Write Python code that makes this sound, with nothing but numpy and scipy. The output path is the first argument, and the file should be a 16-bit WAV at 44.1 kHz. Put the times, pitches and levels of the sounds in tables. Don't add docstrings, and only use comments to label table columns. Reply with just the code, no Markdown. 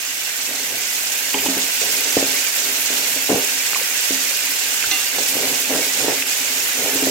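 import sys
import numpy as np
from scipy import signal
from scipy.fft import rfft, irfft
from scipy.io import wavfile

SR = 44100
rng = np.random.default_rng(int(sys.argv[2]) if len(sys.argv) > 2 else 0)


def store_wav(level_fs):
    pcm = np.round(np.clip(np.atleast_2d(level_fs), -1, 1) * 32767)
    wavfile.write(sys.argv[1], SR, pcm.T.astype(np.int16))


N = 313110
TIME = np.arange(N) / SR

# (time [s], relative level [dB])
FRYING_VIGOUR = [(0, -27), (0.7, -25.5), (1.3, -24), (1.9, -22), (3.15, -22.5), (3.4, -23), (4.4, -22.5),
                 (6.2, -23), (7.1, -22.5)]
# (frequency [Hz], relative left [dB per Hz], relative right [dB per Hz])
SIZZLE_COLOUR = [(269, -24.5, -24), (540, -12, -12.5), (810, -6.5, -10.5), (1180, -13.7, -8),
                 (1513, -12, -9.5), (1970, -6.5, -1), (2820, -2, 2.5), (3810, -9.5, -9), (4430, -10, -7.5),
                 (6860, -14, -2.5), (8580, -12, -6.5), (9860, -12.5, -13.5), (11840, -9, -7.5),
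                 (15700, -10.5, -13.5)]
# (frequency [Hz], width [Hz], relative level [dB])
POT_RESONANCES = [(1527, 187, 3), (2700, 6, -16)]
# (time [s], depth [dB])
SIZZLE_DIPS = [(2.51, 3.5), (5.12, 2.5), (6.25, 5)]
DIP_S = 0.02
BURSTS_PER_S, SPURTS_PER_S = 14000, 45
CRACKLE_DB, CRACKLE_FOLLOWS = -26, 0.84

# (time [s], level [dB], pitch [Hz], t60 [s], left minus right [dB])
SHELL_CLICKS = [(1.342, -10, 2800, 0.034, -7), (1.343, -18, 890, 0.13, 5), (1.386, -18, 2700, .06, -6),
                (1.462, -17, 2910, 0.058, -5), (1.459, -19.5, 860, 0.048, 13),
                (1.817, -18.5, 2480, .05, -9), (3.447, -16, 7300, 0.02, -10),
                (3.7328, -4.5, 1300, 0.0033, -1), (3.747, -9.5, 2330, .008, -6),
                (3.758, -16.5, 950, 0.043, 0), (3.813, -16.5, 520, 0.018, -2),
                (4.826, -13, 2330, 0.016, -15), (4.84, -20, 1490, 0.069, -2), (5.432, -14.5, 2180, .03, -2),
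                (6.223, -9.5, 2500, 0.018, 5)]

# (time [s], strength [dB])
UTENSIL_TOUCHES = [(4.912, -13.5), (4.938, -28), (4.963, -26), (5.006, -29), (5.058, -33)]
# (frequency [Hz], relative level [dB], t60 [s])
UTENSIL_MODES = [(321, -20, 0.27), (776, -13.5, 0.2), (1200, -21, 0.35), (2050, -9, 0.16),
                 (2650, -14, 0.21), (2767, -10, 0.5), (2814, -8, 0.19), (3435, -11, 0.2), (3550, -12, .16),
                 (3800, -5, 0.046), (4100, -5, .06), (4400, -9, .06), (5740, -13, 0.055), (6030, 0, 0.063)]

# (time [s], level of the push [dB], pitch of the contact [Hz], share of ring and rumble [factor])
DULL_KNOCKS = [(0.492, -28, 330, 0.75), (0.727, -30, 400, 0.73), (1.345, -19.5, 274, 2.3),
               (1.460, -21, 300, 1.5), (1.486, -19, 236, 1.9), (1.570, -19.5, 203, 1.75),
               (1.817, -23.5, 447, 1.8), (2.1697, -2.5, 384, 0.61), (2.173, -19, 135, 1.2),
               (2.2281, -9, 380, 0.64), (2.905, -19, 390, .67), (3.163, -24.5, 300, 1.7),
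               (3.294, -11, 493, 2.1), (3.301, -11, 326, .9), (3.317, -7, 280, 0.89),
               (3.331, -13, 480, 0.49), (3.346, -22, 135, 1.4), (3.360, -11, 367, 0.94),
               (4.108, -15.5, 280, 0.8), (5.186, -13.5, 620, 0.54), (5.369, -13, 422, 0.49),
               (5.433, -19.5, 420, 1.2), (5.707, -12, 427, 1.15), (5.765, -19, 378, 1.1),
               (6.045, -13.5, 480, 0.96), (6.083, -8, 427, 1.04), (6.861, -18, 424, 1.2),
               (6.957, -15.5, 322, 0.71), (7.026, -16, 272, 2), (7.071, -10.5, 360, 1.2)]
# (frequency [Hz], relative level [dB])
STRUCK_MODES = [(195, 4.5), (267, 11.5), (404, 5)]

# (start [s], length [s], level [dB])
SLIDING = [(0.465, 0.29, -45.5), (1.4, 0.15, -34.5), (1.804, 0.54, -42.5), (2.58, .2, -46),
           (2.886, 0.23, -45), (5.137, 0.062, -36), (5.306, 0.21, -34), (5.668, 0.14, -30.5),
           (5.945, .17, -32.5), (6.365, 0.27, -45.5), (6.75, 0.25, -33)]
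SLIDE_ATTACK_S, SLIDE_RELEASE_S, BUMPS_PER_S = 0.047, 0.051, 35
QUIET_START_DB, QUIET_DB, QUIET_RISE_S = -48, -42.5, 1.4

# (frequency [Hz], relative level [dB per Hz])
KITCHEN_COLOUR = [(25, -50), (60, -19.5), (120, -5.5), (220, -9.5), (300, -7.5), (500, 4), (800, 0),
                  (1200, -9), (2500, -12), (6000, -73)]
# (frequency [Hz], width [Hz], relative level [dB])
STOVE_BOOMS = [(200, 10, -2), (267.4, 14.7, 12), (403.3, 15, 3)]
KITCHEN_T60_S = 0.4

FLAME_DB, FLUTTER_S, FLUTTER_LENGTH_S, FLUTTER_DB = -60, 4.85, 0.037, -47
CUTOFF_HZ = 15780


def sizzle(hiss_db=3.0, finest_db=-1.0, ping_db=-8.5):
    hz, left_db, right_db = np.transpose(SIZZLE_COLOUR)
    ringing = from_db(ping_db) * pings()

    def band(burst, edges_hz):
        band_pass = signal.butter(6, edges_hz, "band", fs=SR, output="sos")
        left, right = signal.sosfilt(band_pass, burst + ringing)
        return np.array([colour(left, hz, left_db), colour(right, hz, right_db)])

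    big = bubbles(spread_db=3.5, spurt_depth=0.16, pot_echo_db=-2.0)
    crackle = band(big + resonate(big[0], POT_RESONANCES), [200, 3400])

    small = bubbles(spread_db=3.5, spurt_depth=0.28, pot_echo_db=-1.0)
    finest = bubbles(spread_db=5.5, spurt_depth=0.26, pot_echo_db=1.5)
    hiss = band(small, [3400, 9000]) + from_db(finest_db) * band(finest, [9000, 19000])

    vigour_db, = in_time(FRYING_VIGOUR)
    crackle_db = CRACKLE_DB + CRACKLE_FOLLOWS * (vigour_db - vigour_db.mean())
    return from_db(hiss_db + vigour_db) * rms_one(hiss) + from_db(crackle_db) * rms_one(crackle)


def bubbles(spread_db, spurt_depth, pot_echo_db):
    bursts_per_s = BURSTS_PER_S * spurts(spurt_depth, t60=0.075)
    direct = grains(bursts_per_s, spread_db, lag_ms=0.45)
    fade = dying(t60=0.022)[1]
    lingering_power = np.abs(signal.oaconvolve(direct[0] ** 2, fade / fade.sum())[:N])
    scattered = np.sqrt(lingering_power) * rng.standard_normal((2, N))
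    return rms_one(direct + from_db(pot_echo_db) * scattered)


def spurts(depth, t60):
    drops = (rng.random(N) < SPURTS_PER_S / SR) * rng.exponential(1, N)
    flare = signal.fftconvolve(drops, dying(t60)[1])[:N]
    flow = 1 + depth * np.maximum(flare, 0) / flare.mean()
    return flow / flow.mean()


def pings(t60=0.089, spread_db=1.0, count=4200):
    t, fade = dying(t60)
    when, pitch, size, phase = rng.random((4, count, 1), dtype=np.float32)
    at = ((when * N).astype(int) + np.arange(len(t))).ravel()
    turn = 2 * np.pi * 1400 * 10 ** pitch * t.astype(np.float32)
    strength = from_db(-spread_db * np.log(size + 1e-9)) * fade
    ears = [np.sin(turn + lag) * strength for lag in (0, 2 * np.pi * phase)]
    return rms_one(np.array([np.bincount(at, ear.ravel(), N)[:N] for ear in ears]))


def shell_clicks(crack_db=-13, room_db=-9, cluster=0.11, count=5):
    out = np.zeros((2, N))
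    for s, db, hz, t60, pan_db in SHELL_CLICKS:
        t, fade = dying(t60)
        offsets = np.linspace(-1, 1, count) + rng.uniform(-0.35, 0.77, count)
        modes_hz = hz * (1 + cluster * offsets)
        phases = rng.uniform(-1.77, 2.4, (count, 1))
        ring = np.cos(2 * np.pi * np.outer(modes_hz, t) + phases).sum(axis=0) / np.sqrt(count)
        build_up = 1 - np.exp(-2 * hz * t)
        crack = from_db(crack_db) * rng.standard_normal((2, len(t))) * fade ** 3
        add(out, s, (ring * fade * build_up + crack) * from_db(db) * pan(pan_db))
    return out + from_db(room_db) * reverberate(out, t60=0.12)


def clink(room_db=-5, crack_db=2, crack_t60=0.05, pan_db=-5.0):
    out = np.zeros((2, N))
    crack_fade = dying(crack_t60)[1]
    for s, blow_db in UTENSIL_TOUCHES:
        noise = crack_fade * rng.standard_normal((2, len(crack_fade)))
        crack = resonate(resonate(noise, [(4000, 2400, 0)]), [(4000, 4300, 0)])
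        add(out, s, from_db(blow_db + crack_db) * crack)
        for hz, db, t60 in UTENSIL_MODES:
            t, fade = dying(t60)
            phases = rng.uniform(-0.61, 1, (2, 1))
            build_up = 1 - np.exp(-hz * t)
            ring = np.cos(2 * np.pi * hz * t + phases) * build_up
            add(out, s, from_db(blow_db + db) * fade * ring)
    return (out + from_db(room_db) * reverberate(out, KITCHEN_T60_S)) * pan(pan_db)


def knocks(rumble_db=-7.0, rumble_t60=0.4, contact_db=-1.0, ring_db=-18.5, ring_t60=0.29,
           uneven_db=2.5, mismatch_db_per_octave=16, rattle_db=-10, rattle_hz=2000):
    direct, rumble = np.zeros(N), np.zeros((2, N))
    lead = 0.005
    t, fade = np.arange(-lead, lead, 1 / SR), dying(rumble_t60)[1]
    after, ring = dying(ring_t60)
    modes_hz, modes_db = np.transpose(STRUCK_MODES)
    modes = ring * np.sin(2 * np.pi * np.outer(modes_hz, after))
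    for s, db, hz, share in DULL_KNOCKS:
        u = (np.pi * hz * t) ** 2
        push = (2 * u - 1) * np.exp(-u)
        add(direct, s - lead, from_db(db) * push)

        mismatch_db = mismatch_db_per_octave * np.abs(np.log2(modes_hz / hz))
        excited_db = modes_db - mismatch_db + uneven_db * rng.standard_normal(len(modes))
        add(direct, s, share * from_db(db + ring_db + excited_db) @ modes)

        scatter = rng.standard_normal((2, len(fade)))
        scatter = scatter + resonate(scatter, [(hz, hz, contact_db)])
        add(rumble, s, from_db(db + rumble_db) * share * fade * scatter)
    rattle = from_db(rattle_db) * resonate(rumble, [(rattle_hz, 1600, 0)])
    return direct + low_room(rumble, width=0.53) + rattle


def shuffling(body_hz=270, body_width_hz=100, body_db=3, bump_db=-4):
    def through_body(touches):
        body = resonate(touches, [(body_hz, body_width_hz, body_db)])
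        return rms_one(low_room(touches + body, width=0.54))

    shared = [[1], [0]]
    noise = 0.47 * rng.standard_normal((2, N))
    slips = through_body(grains(900, spread_db=1.5, lag_ms=0.2) * shared + noise)
    bumps = through_body(grains(BUMPS_PER_S, spread_db=1.5, lag_ms=0.2) * shared)
    effort = sum(from_db(db) * swell(s, length, SLIDE_ATTACK_S, SLIDE_RELEASE_S)
                 for s, length, db in SLIDING)
    quiet = from_db(np.interp(TIME, [0, QUIET_RISE_S], [QUIET_START_DB, QUIET_DB]))
    return (quiet + effort) * slips + from_db(bump_db) * effort * bumps


def low_room(x, width):
    x = x[0] + width * x[1] * np.array([[1], [-1]])
    return colour(x + resonate(x, STOVE_BOOMS), *np.transpose(KITCHEN_COLOUR))


def flame(centre_hz=62, width_hz=45, side_db=-7):
    roar = resonate(rng.standard_normal((2, N)), [(centre_hz, width_hz, 0)])
    mid, side = resonate(roar, [(centre_hz, 4 * width_hz, 0)])
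    flutter = swell(FLUTTER_S, FLUTTER_LENGTH_S, attack_s=0.015, release_s=0.025)
    level = from_db(FLAME_DB) + from_db(FLUTTER_DB) * flutter
    return level * rms_one(mid + from_db(side_db) * side * np.array([[1], [-1]]))


def grains(per_s, spread_db, lag_ms):
    at = np.flatnonzero(rng.random(N) < per_s / SR)
    sizes = from_db(spread_db * np.minimum(rng.exponential(1, len(at)), 4.4))
    sizes = sizes * rng.choice([-1, 1], len(at))
    lags = np.round(rng.uniform(-1, 1, len(at)) * lag_ms * SR / 1000).astype(int)
    return rms_one(np.array([np.bincount(at, sizes, N), np.bincount((at + lags) % N, sizes, N)]))


def resonate(x, modes):
    out = 0
    for hz, width, db in modes:
        r = np.exp(-np.pi * width / SR)
        zeros = [(1 - r * r) / 2, 0, (r * r - 1) / 2]
        poles = [1, -2 * r * np.cos(2 * np.pi * hz / SR), r * r]
        out = out + from_db(db) * signal.lfilter(zeros, poles, x + 1e-18)
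    return out


def colour(x, hz, db):
    size = 8192
    grid = np.fft.rfftfreq(size, 1 / SR)
    cepstrum = irfft(np.log(from_db(np.interp(np.log(grid + 1), np.log(hz), db))))
    cepstrum[1:size // 2] *= 2
    cepstrum[size // 2 + 1:] = 0
    response = irfft(np.exp(rfft(cepstrum)))[:size // 2]
    return signal.oaconvolve(x, response if x.ndim == 1 else response[None], axes=-1)[..., :N]


def reverberate(x, t60):
    t, fade = dying(t60)
    tail = rng.standard_normal((2, len(t))) * fade
    tail = tail / np.sqrt(np.sum(tail ** 2) / 2)
    return signal.fftconvolve(np.atleast_2d(x), tail, axes=-1)[:, :N]


def swell(s, length, attack_s, release_s):
    rise = np.clip((TIME - s) / attack_s, 0, 1)
    return rise * np.exp(-np.clip((TIME - s - length) / release_s, 0, 20))


def dying(t60):
    t = np.arange(int(t60 * SR) + 2) / SR
    return t, from_db(-60 * t / t60)


def pan(db):
    return from_db(np.array([[db], [-db]]) / 2)


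def add(out, s, sound):
    start = int(s * SR)
    part = sound[..., :max(N - start, 0)]
    out[..., start:start + part.shape[-1]] += part


def in_time(rows):
    s, *columns = np.transpose(rows)
    return [np.interp(TIME, s, c) for c in columns]


def from_db(db):
    return 10 ** (np.asarray(db) / 20)


def rms_one(x):
    return x / np.sqrt(np.mean(x ** 2) + 1e-20)


def scene():
    dip_db = sum(depth * np.exp(-((TIME - s) / DIP_S) ** 2) for s, depth in SIZZLE_DIPS)
    frying = sizzle() * from_db(-dip_db)
    return frying + shell_clicks() + clink() + knocks() + shuffling() + flame()


def record(dry, low_cut_hz=50):
    low_cut = signal.butter(2, low_cut_hz, "high", fs=SR, output="sos")
    top_cut = signal.ellip(12, 0.1, 80, CUTOFF_HZ, fs=SR, output="sos")
    lean = signal.sosfilt(low_cut, dry)
    return signal.sosfilt(top_cut, np.clip(lean, -1, 1))


dry = scene()
out = record(dry)
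store_wav(out)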